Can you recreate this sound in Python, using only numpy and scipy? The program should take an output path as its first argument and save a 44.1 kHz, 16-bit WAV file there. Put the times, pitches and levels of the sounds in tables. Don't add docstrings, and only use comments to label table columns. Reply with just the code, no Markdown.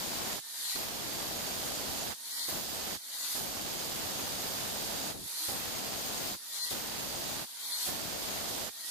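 import sys
import numpy as np
from scipy import signal
from scipy.io import wavfile
from scipy.ndimage import uniform_filter1d, minimum_filter1d

SR = 44100
rng = np.random.default_rng(int(sys.argv[2]) if len(sys.argv) > 2 else 0)


def master_out(mix):
    frames = np.transpose(np.atleast_2d(mix))
    ceiling = np.clip(frames, -1, 1)
    pcm = np.round(ceiling * 32767).astype(np.int16)
    wavfile.write(sys.argv[1], SR, pcm)


def makeup_ratio(level_db):
    decades = np.asarray(level_db, float) / 20
    return 10 ** decades


N = 392490
TIME, HZ = np.arange(N) / SR, np.fft.rfftfreq(1024, 1 / SR)
FRAMES = N // 256 + 5


def evened(x):
    return x / np.sqrt(np.mean(x ** 2, -1, keepdims=True) + 1e-20)


def curve(rows):
    s, *columns = np.transpose(rows)
    return np.array([np.interp(TIME, s, c) for c in columns])


def colour(rows, low_db=0, high_db=0):
    f, *columns = np.transpose(rows)
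    below = low_db * np.log2(np.maximum(f[0] / (HZ + 1), 1))
    above = high_db * np.log2(np.maximum(HZ / f[-1], 1))
    lines = [np.interp(np.log(HZ + 1), np.log(f), c) - (below + above) for c in columns]
    return np.array(lines)[..., None]


def drift(shape, span):
    steps = rng.standard_normal(shape)
    return evened(uniform_filter1d(uniform_filter1d(steps, span), span))


def noise(gain, same=0., patchy_db=1.5, flicker_db=1.):
    a, b, c, d, *patches = rng.standard_normal((FRAMES, len(HZ), 6), dtype=np.float32).T
    patches = uniform_filter1d(np.array(patches), size=10, axis=1)
    patches = uniform_filter1d(patches, size=10, axis=2)
    same = np.clip(same, -1, 1)
    left, other = a + 1j * b, c + 1j * d
    z = np.array([left, same * left + np.sqrt(1 - same ** 2) * other])
    flicker = drift((2, 1, FRAMES), span=4)
    z *= gain * makeup_ratio(patchy_db * patches / patches.std() + flicker_db * flicker)
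    return evened(signal.istft(z, nperseg=1024, noverlap=768)[1][:, :N])


# (lift time [s], touch time [s], speed at lift [turns/s], speed at touch [turns/s])
LIFTS = [
    (.38, .745, 225, 239),
    (2.12, 2.475, 229.5, 244),
    (2.96, 3.345, 239, 248.5),
    (5.11, 5.475, 227, 240.5),
    (6.34, 6.695, 228.5, 241.5),
    (7.43, 7.855, 232.5, 246),
    (8.68, 9.05, 230.5, 246),
]


def per_lift(points):
    return curve(sorted(p for row in LIFTS for p in points(*row)))


# (frequency [Hz], left level [dB], right level [dB])
GRIT = [(2530, -15.5, -6), (3160, -7.5, -0.5), (4300, -3, 0), (5600, -5, -2.5), (7000, -8.5, -3.5),
        (7740, -9, -4), (9050, -12.5, -4.5), (9850, -22, -5), (10800, -11.5, -12), (12300, -14, -8),
        (13800, -11, -12), (14250, -12, -7), (15100, -11.5, -9.5)]
# (frequency [Hz], likeness [0..1])
GRIT_SAME = [(3000, .04), (5000, 0.02), (9000, 0.046), (13000, 0.12), (15400, 0.26)]
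# (frequency [Hz], width [Hz], left level [dB], right level [dB])
DISC = [(3770, 170, -4, -17), (4650, 230, -0.5, -2), (5010, 250, -3, -3), (6680, 450, 0, -2.5),
        (8390, 340, -4, -4.5), (9800, 300, -12, -14), (10230, 200, -5, -4.5), (11560, 205, -7, 3.5),
        (11900, 250, -14, -12), (12990, 320, -0.5, -0.5), (13450, 450, -6, -5), (14650, 500, -4, -8),
        (15300, 200, -10, -14)]


def grinding():
    power, sing_db = makeup_ratio(colour(GRIT, 22, 3)) ** 2, singing_db()
    for hz, width, left_db, right_db in DISC:
        shift_hz = hz + 40 * drift(FRAMES, span=20)
        shape = 1 / (1 + (2 * (HZ[:, None] - shift_hz) / width) ** 2) ** 2
        flare_db = 1.9 * drift(FRAMES, span=6) + 0.74 * drift((2, FRAMES), span=40)
        flare_db = flare_db + sing_db * (hz / 13000) ** 2
        level_db = np.array([[left_db], [right_db]]) + flare_db
        power = power + shape * makeup_ratio(level_db)[:, None] ** 2
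    bite = makeup_ratio(1.3 * drift((2, N), span=30))
    hiss = noise(np.sqrt(power), colour(GRIT_SAME)[0], patchy_db=-0.04, flicker_db=0.23)
    return makeup_ratio(grit_db()) * hiss * bite / makeup_ratio(0.02)


# (time [s], pressure [dB], lean toward the left microphone [dB], disc turned toward the left [dB])
HANDS = [(.07, -0.5, 3, 3.5), (.33, 1, 2, 0), (.9, -1, 1.5, -0.5), (1.3, 0.14, 0.5, 1.5),
         (2.07, 1, -1.5, -0.5), (2.64, -0.4, -4.5, 1.5), (2.9, -0.2, -0.5, 0), (3.5, -0.45, -2.5, 0.5),
         (3.85, .3, -1, 1), (4.2, 0.5, 0, 1), (5.06, 0.9, -2.5, .5), (5.64, -0.5, 2.5, 1),
         (6.29, .2, 1.5, 3), (6.86, -1, 1.5, 0.5), (7.38, 0, -1.5, 1.5), (8.02, -.5, -1.5, 0),
         (8.3, 0, 4, 1.5), (8.63, 1, -4, -1.5)]
GRIT_DB, GRIT_OFF_DB = (-41, -37.5), -64
EASE_S, EASE_DB, RELEASE_S = 0.046, 2, 0.064
BITE_S, BITE_DB, DIP_S, DIP_DB, SETTLE_S = 0.023, -0.5, 0.16, 0, 0.48


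def grit_db():
    off_db = GRIT_OFF_DB - GRIT_DB[0]
    stroke = per_lift(lambda lift, touch, *_: [
        (lift - EASE_S, 0), (lift, -EASE_DB), (lift + RELEASE_S, off_db),
        (touch - BITE_S / 2, off_db), (touch + BITE_S / 2, BITE_DB),
        (touch + DIP_S, -DIP_DB), (touch + SETTLE_S, 0)])
    pressure_db, _, turned_db = curve(HANDS)
    return np.array(GRIT_DB)[:, None] + stroke + pressure_db + np.outer([1, 0], turned_db)


def singing_db():
    ring = per_lift(lambda lift, touch, *_: [(touch - .1, 0), (touch, 4.5), (touch + 0.25, 0)])[0]
    return ring[np.minimum(np.arange(FRAMES) * 256, N - 1)]


# (frequency [Hz], left level [dB], right level [dB])
RUMBLE = [(25, -31, -26), (60, -1, -1.5), (120, -3, -8), (224, 0.2, -0.5), (432, -3, -2.5),
          (720, -0.8, 1.5), (893, -6, -6), (1065, -11.5, -13)]
# (frequency [Hz], left level [dB], right level [dB])
HASH = [(830, 7.5, 6), (1260, 6.5, 3.5), (1830, 5.5, 3), (2700, 5, -1.9)]


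def overdrive():
    rumble_db, hash_db = overload_levels()
    rumble = noise(makeup_ratio(colour(RUMBLE, 6, 8.5)), patchy_db=0.0, flicker_db=0.2)
    deep = signal.sosfiltfilt(signal.butter(2, 330, fs=SR, output="sos"), rumble)
    bright = np.clip((rumble_db + 49) / 7, 0, 1)
    rumble = deep * (1.5 - .5 * bright) + bright * (rumble - deep)
    rumble *= makeup_ratio(0.9 * drift((2, N), span=250))
    fizz = noise(makeup_ratio(colour(HASH, 15.5, 8.5)), patchy_db=0.17, flicker_db=1.23)
    fizz *= makeup_ratio(1.7 * drift((2, N), span=90))
    rumble *= makeup_ratio(rumble_db + 0.18) * np.clip((rumble_db + 60.0) / 4, 0, 1)
    return rumble + fizz * makeup_ratio(hash_db + 1.0) * np.clip((hash_db + 54.0) / 4, 0, 1)


# (left stop time [s], left resume time [s], right stop time [s], right resume time [s])
CLEAR = [(.378, .752, .402, .751), (2.122, 2.518, 2.144, 2.479), (2.96, 3.39, 2.978, 3.346),
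         (5.255, 5.484, 5.278, 5.48), (6.354, 6.706, 6.363, 6.705), (7.445, 7.882, 7.455, 7.857),
         (8.663, 9.05, 8.703, 9.06)]
RUMBLE_FULL_DB, HASH_FULL_DB, FADE_S = (-42, -44), (-48, -46), (0.044, .022)
HASH_EARLY_S, HASH_LATE_S = (0.022, .0), (0.057, .0)
RUMBLE_LEAN, HASH_LEAN = 0.074, 1.03
LINGER_DB, LINGER_S = 5, 0.12


def overload_levels():
    pressure_db, lean_db, _ = curve(HANDS)
    clear, lifts = np.array(CLEAR), np.array(LIFTS)[:, 0]
    linger = per_lift(lambda lift, touch, *_: [
        (lift, 0), (lift + LINGER_S, -LINGER_DB), (touch - .1, -LINGER_DB), (touch - .05, 0)])[0]
    rumble_db, hash_db = [], []
    for mic in (0, 1):
        stop, resume = clear[:, 2 * mic], clear[:, 2 * mic + 1]
        fizz_stop = np.minimum(stop, lifts + .025) - HASH_EARLY_S[mic]
        fizz = zip(fizz_stop, resume + HASH_LATE_S[mic])
        rumble_db.append(RUMBLE_FULL_DB[mic] + overload_db(zip(stop, resume), FADE_S[mic]) + linger)
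        hash_db.append(HASH_FULL_DB[mic] + overload_db(fizz, FADE_S[mic]))
    rumble_db = np.array(rumble_db) + pressure_db + np.outer([RUMBLE_LEAN, 0], lean_db)
    rumble_db = rumble_db + np.outer([1, 0], stutter_db())
    return rumble_db, np.array(hash_db) + pressure_db + np.outer([HASH_LEAN, 0], lean_db)


SNAP_S, SURGE_DB, SURGE_S, SILENT_DB = 0.015, 3.5, 0.092, 16.5


def overload_db(spans, fade_s):
    return curve([p for stop, resume in spans for p in
                  [(stop - fade_s / 2, 0), (stop + fade_s / 2, -SILENT_DB),
                   (resume - SNAP_S / 2, -SILENT_DB), (resume + SNAP_S / 2, SURGE_DB),
                   (resume + SURGE_S, 0)]])[0]


# (time [s], length [s], level [dB])
STUTTERS = [
    (0.772, 0.018, -12),
    (3.352, .02, 13.5),
    (5.13, .025, -10),
    (5.51, .04, -6),
]


def stutter_db():
    return sum(db * np.clip(2 - 4 * abs(TIME - s) / length, 0, 1) for s, length, db in STUTTERS)


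# (frequency [Hz], left level [dB], right level [dB])
ROAR = [(169, -28, -23.5), (398, -19.5, -19), (810, -14.5, -9.5), (1150, -12.5, -9.5), (1900, -8.5, -11),
        (2700, -11, -9), (3430, -1.5, -3.5), (3900, 2.5, -5.5), (4610, 2, -2), (5670, -7.5, -1),
        (6200, -0.5, -7), (10550, -10, 3), (12800, -7.5, 0), (14600, -9.5, -11)]
# (frequency [Hz], likeness [0..1])
ROAR_SAME = [(100, 0.99), (600, .75), (1500, 0.56), (2500, 0.047), (3500, 0.032), (15000, 0.026)]
# (multiple of speed, left level under the roar [dB], right level under the roar [dB], blur [Hz], waver [dB])
ORDER_TONES = [(1.08, -31, -30, 2, 2), (4, -23, -22, 7, 3), (8, -22.5, -24.5, 14, 4),
               (17.55, -17, -23, 55, 4.5), (21, -24, -21, 50, 3)]


def motor():
    sound = noise(makeup_ratio(colour(ROAR, 10, 1.6)), colour(ROAR_SAME)[0], patchy_db=2.0, flicker_db=0.8)
    turns = speed()
    load_db = 0.21 * (grit_db() + 62.5)
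    for (multiple, left_db, right_db, blur_hz, waver_db), tilt_db in zip(ORDER_TONES, tilts_db()):
        hz = multiple * turns + blur_hz * drift(N, span=600)
        lag = np.array([[0], [multiple / 40]])
        tone = np.sqrt(2) * np.sin(2 * np.pi * (np.cumsum(hz) / SR + lag))
        level_db = np.array([[left_db], [right_db]]) + tilt_db - load_db
        sound = sound + tone * makeup_ratio(level_db + waver_db * drift(N, span=1200))
    return makeup_ratio(roar_db()) * sound


SAG_S, SPURT = .3, .45


def speed():
    after = [row[2] for row in LIFTS[1:]] + [LIFTS[-1][2]]
    points = []
    for (lift, touch, slow, fast), loaded in zip(LIFTS, after):
        freed = lift + .04
        points += [(freed, slow), (freed + (touch - lift) / 3, slow + SPURT * (fast - slow)),
                   (touch, fast), (touch + SAG_S, loaded)]
    return curve(points)[0]


# (left roar peak [dB], right roar peak [dB], shaft whine [dB],
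# its octave [dB], gear whine [dB])
HOLDS = [
    (-34.5, -34.5, 1, 2, 2),
    (-34.5, -35, -12, 3, 4),
    (-33.5, -34, -4, 1.5, -2),
    (-35, -34.5, 3, -3, -1),
    (-35, -35.5, 3, 3, 3),
    (-33, -34, 3.5, -4, 3),
    (-34, -33.5, 1.5, 3, -5),
]
ROAR_LOW_DB, ROAR_LOADED_DB = (-46, -45.5), (-50, -47.5)
SWELL_FROM_S, SWELL_ENDS_S, BOW_AT, BOW_SHARE = 0.057, 0.023, 0.49, .65
DUCK_FROM_S, DUCK_DB, DUCK_S = 0.014, 1.5, .13


def roar_db():
    low, rows = np.array(ROAR_LOW_DB), []
    for (lift, touch, *_), hold in zip(LIFTS, HOLDS):
        start, end, peak = lift + SWELL_FROM_S, touch - SWELL_ENDS_S, np.array(hold[:2])
        duck = touch + DUCK_FROM_S
        rows += [(start, *low), (start + BOW_AT * (end - start), *(low + BOW_SHARE * (peak - low))),
                 (end, *peak), (duck, *(peak - DUCK_DB)), (duck + DUCK_S, *ROAR_LOADED_DB)]
    return curve(rows)


# (level at lift [dB], level at touch [dB])
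TILT = [(-3.5, -6), (-10, -6.5), (-3.5, -3), (-12, 6.5), (-1, 0)]
WHINE = [(0, 0, 0), (1, 0, 0), (0, 1, 0), (0, 0, 1), (0, 0, 0)]


def tilts_db():
    swing = per_lift(lambda lift, touch, *_: zip((lift + .07, touch - .1), *TILT))
    held = curve([(s, *hold[2:]) for (lift, touch, *_), hold in zip(LIFTS, HOLDS) for s in (lift, touch)])
    return swing + np.array(WHINE) @ held


# (time [s], length [s], frequency [Hz], level [dB])
HUMS = [
    (2.17, .14, 932, -66),
    (2.343, .13, 935, -62),
    (3.2, .13, 955, -66),
    (5.395, .085, 316, -59),
    (8.752, 0.14, 650, -71.5),
    (8.84, 0.076, 327, -70),
]


def housing():
    total = 0
    for s, length, hz, db in HUMS:
        swell = np.sin(np.pi * np.clip((TIME - s) / length, 0, 1)) ** .5
        total = total + swell * makeup_ratio(db) * np.sqrt(2) * np.sin(2 * np.pi * hz * TIME)
    return total


def scene():
    return grinding() + overdrive() + motor() + housing()


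# (frequency [Hz], level [dB])
STARVE = [(2300, -3), (2800, -.5), (3300, -3), (5000, -2), (5450, 2.5), (5900, -3), (13700, -2),
          (14250, 2.5), (14800, -.5)]


def starved(x):
    lead = 1024 - 33
    frame = dict(window="cosine", nperseg=2048, noverlap=1024)
    hz, _, z = signal.stft(np.pad(x, ((0, 0), (lead, 0))), SR, **frame)
    power = uniform_filter1d(abs(z) ** 2, size=2, axis=2)
    loudness = power[:, (hz > 3000) & (hz < 8000)].mean(1, keepdims=True)
    blotch = uniform_filter1d(drift(z.shape[1:], span=2), size=14, axis=0)
    sooner_db = np.interp(hz, *np.transpose(STARVE))[:, None] + 2.6 * blotch / blotch.std()
    limit = loudness * makeup_ratio(-11.6 + sooner_db + .9 * rng.standard_normal(loudness.shape)) ** 2
    weak = (uniform_filter1d(power, size=6, axis=1) < limit) & (hz > 2200)[:, None]
    kept = minimum_filter1d(1. * ~weak, size=6, axis=1)
    kept = minimum_filter1d(kept, size=2, axis=2, origin=-1)
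    edge_hz = 15520 - 300 * (drift(loudness.shape, span=2) > 1.1)
    z = z * kept * (hz[:, None] < edge_hz)
    return signal.istft(z, SR, **frame)[1][:, lead:lead + N]


def low_pass(x):
    return signal.sosfilt(signal.butter(12, 15750, fs=SR, output="sos"), x)


def record(dry):
    mix = starved(dry)
    return low_pass(mix)


dry = scene()
out = record(dry)
master_out(out)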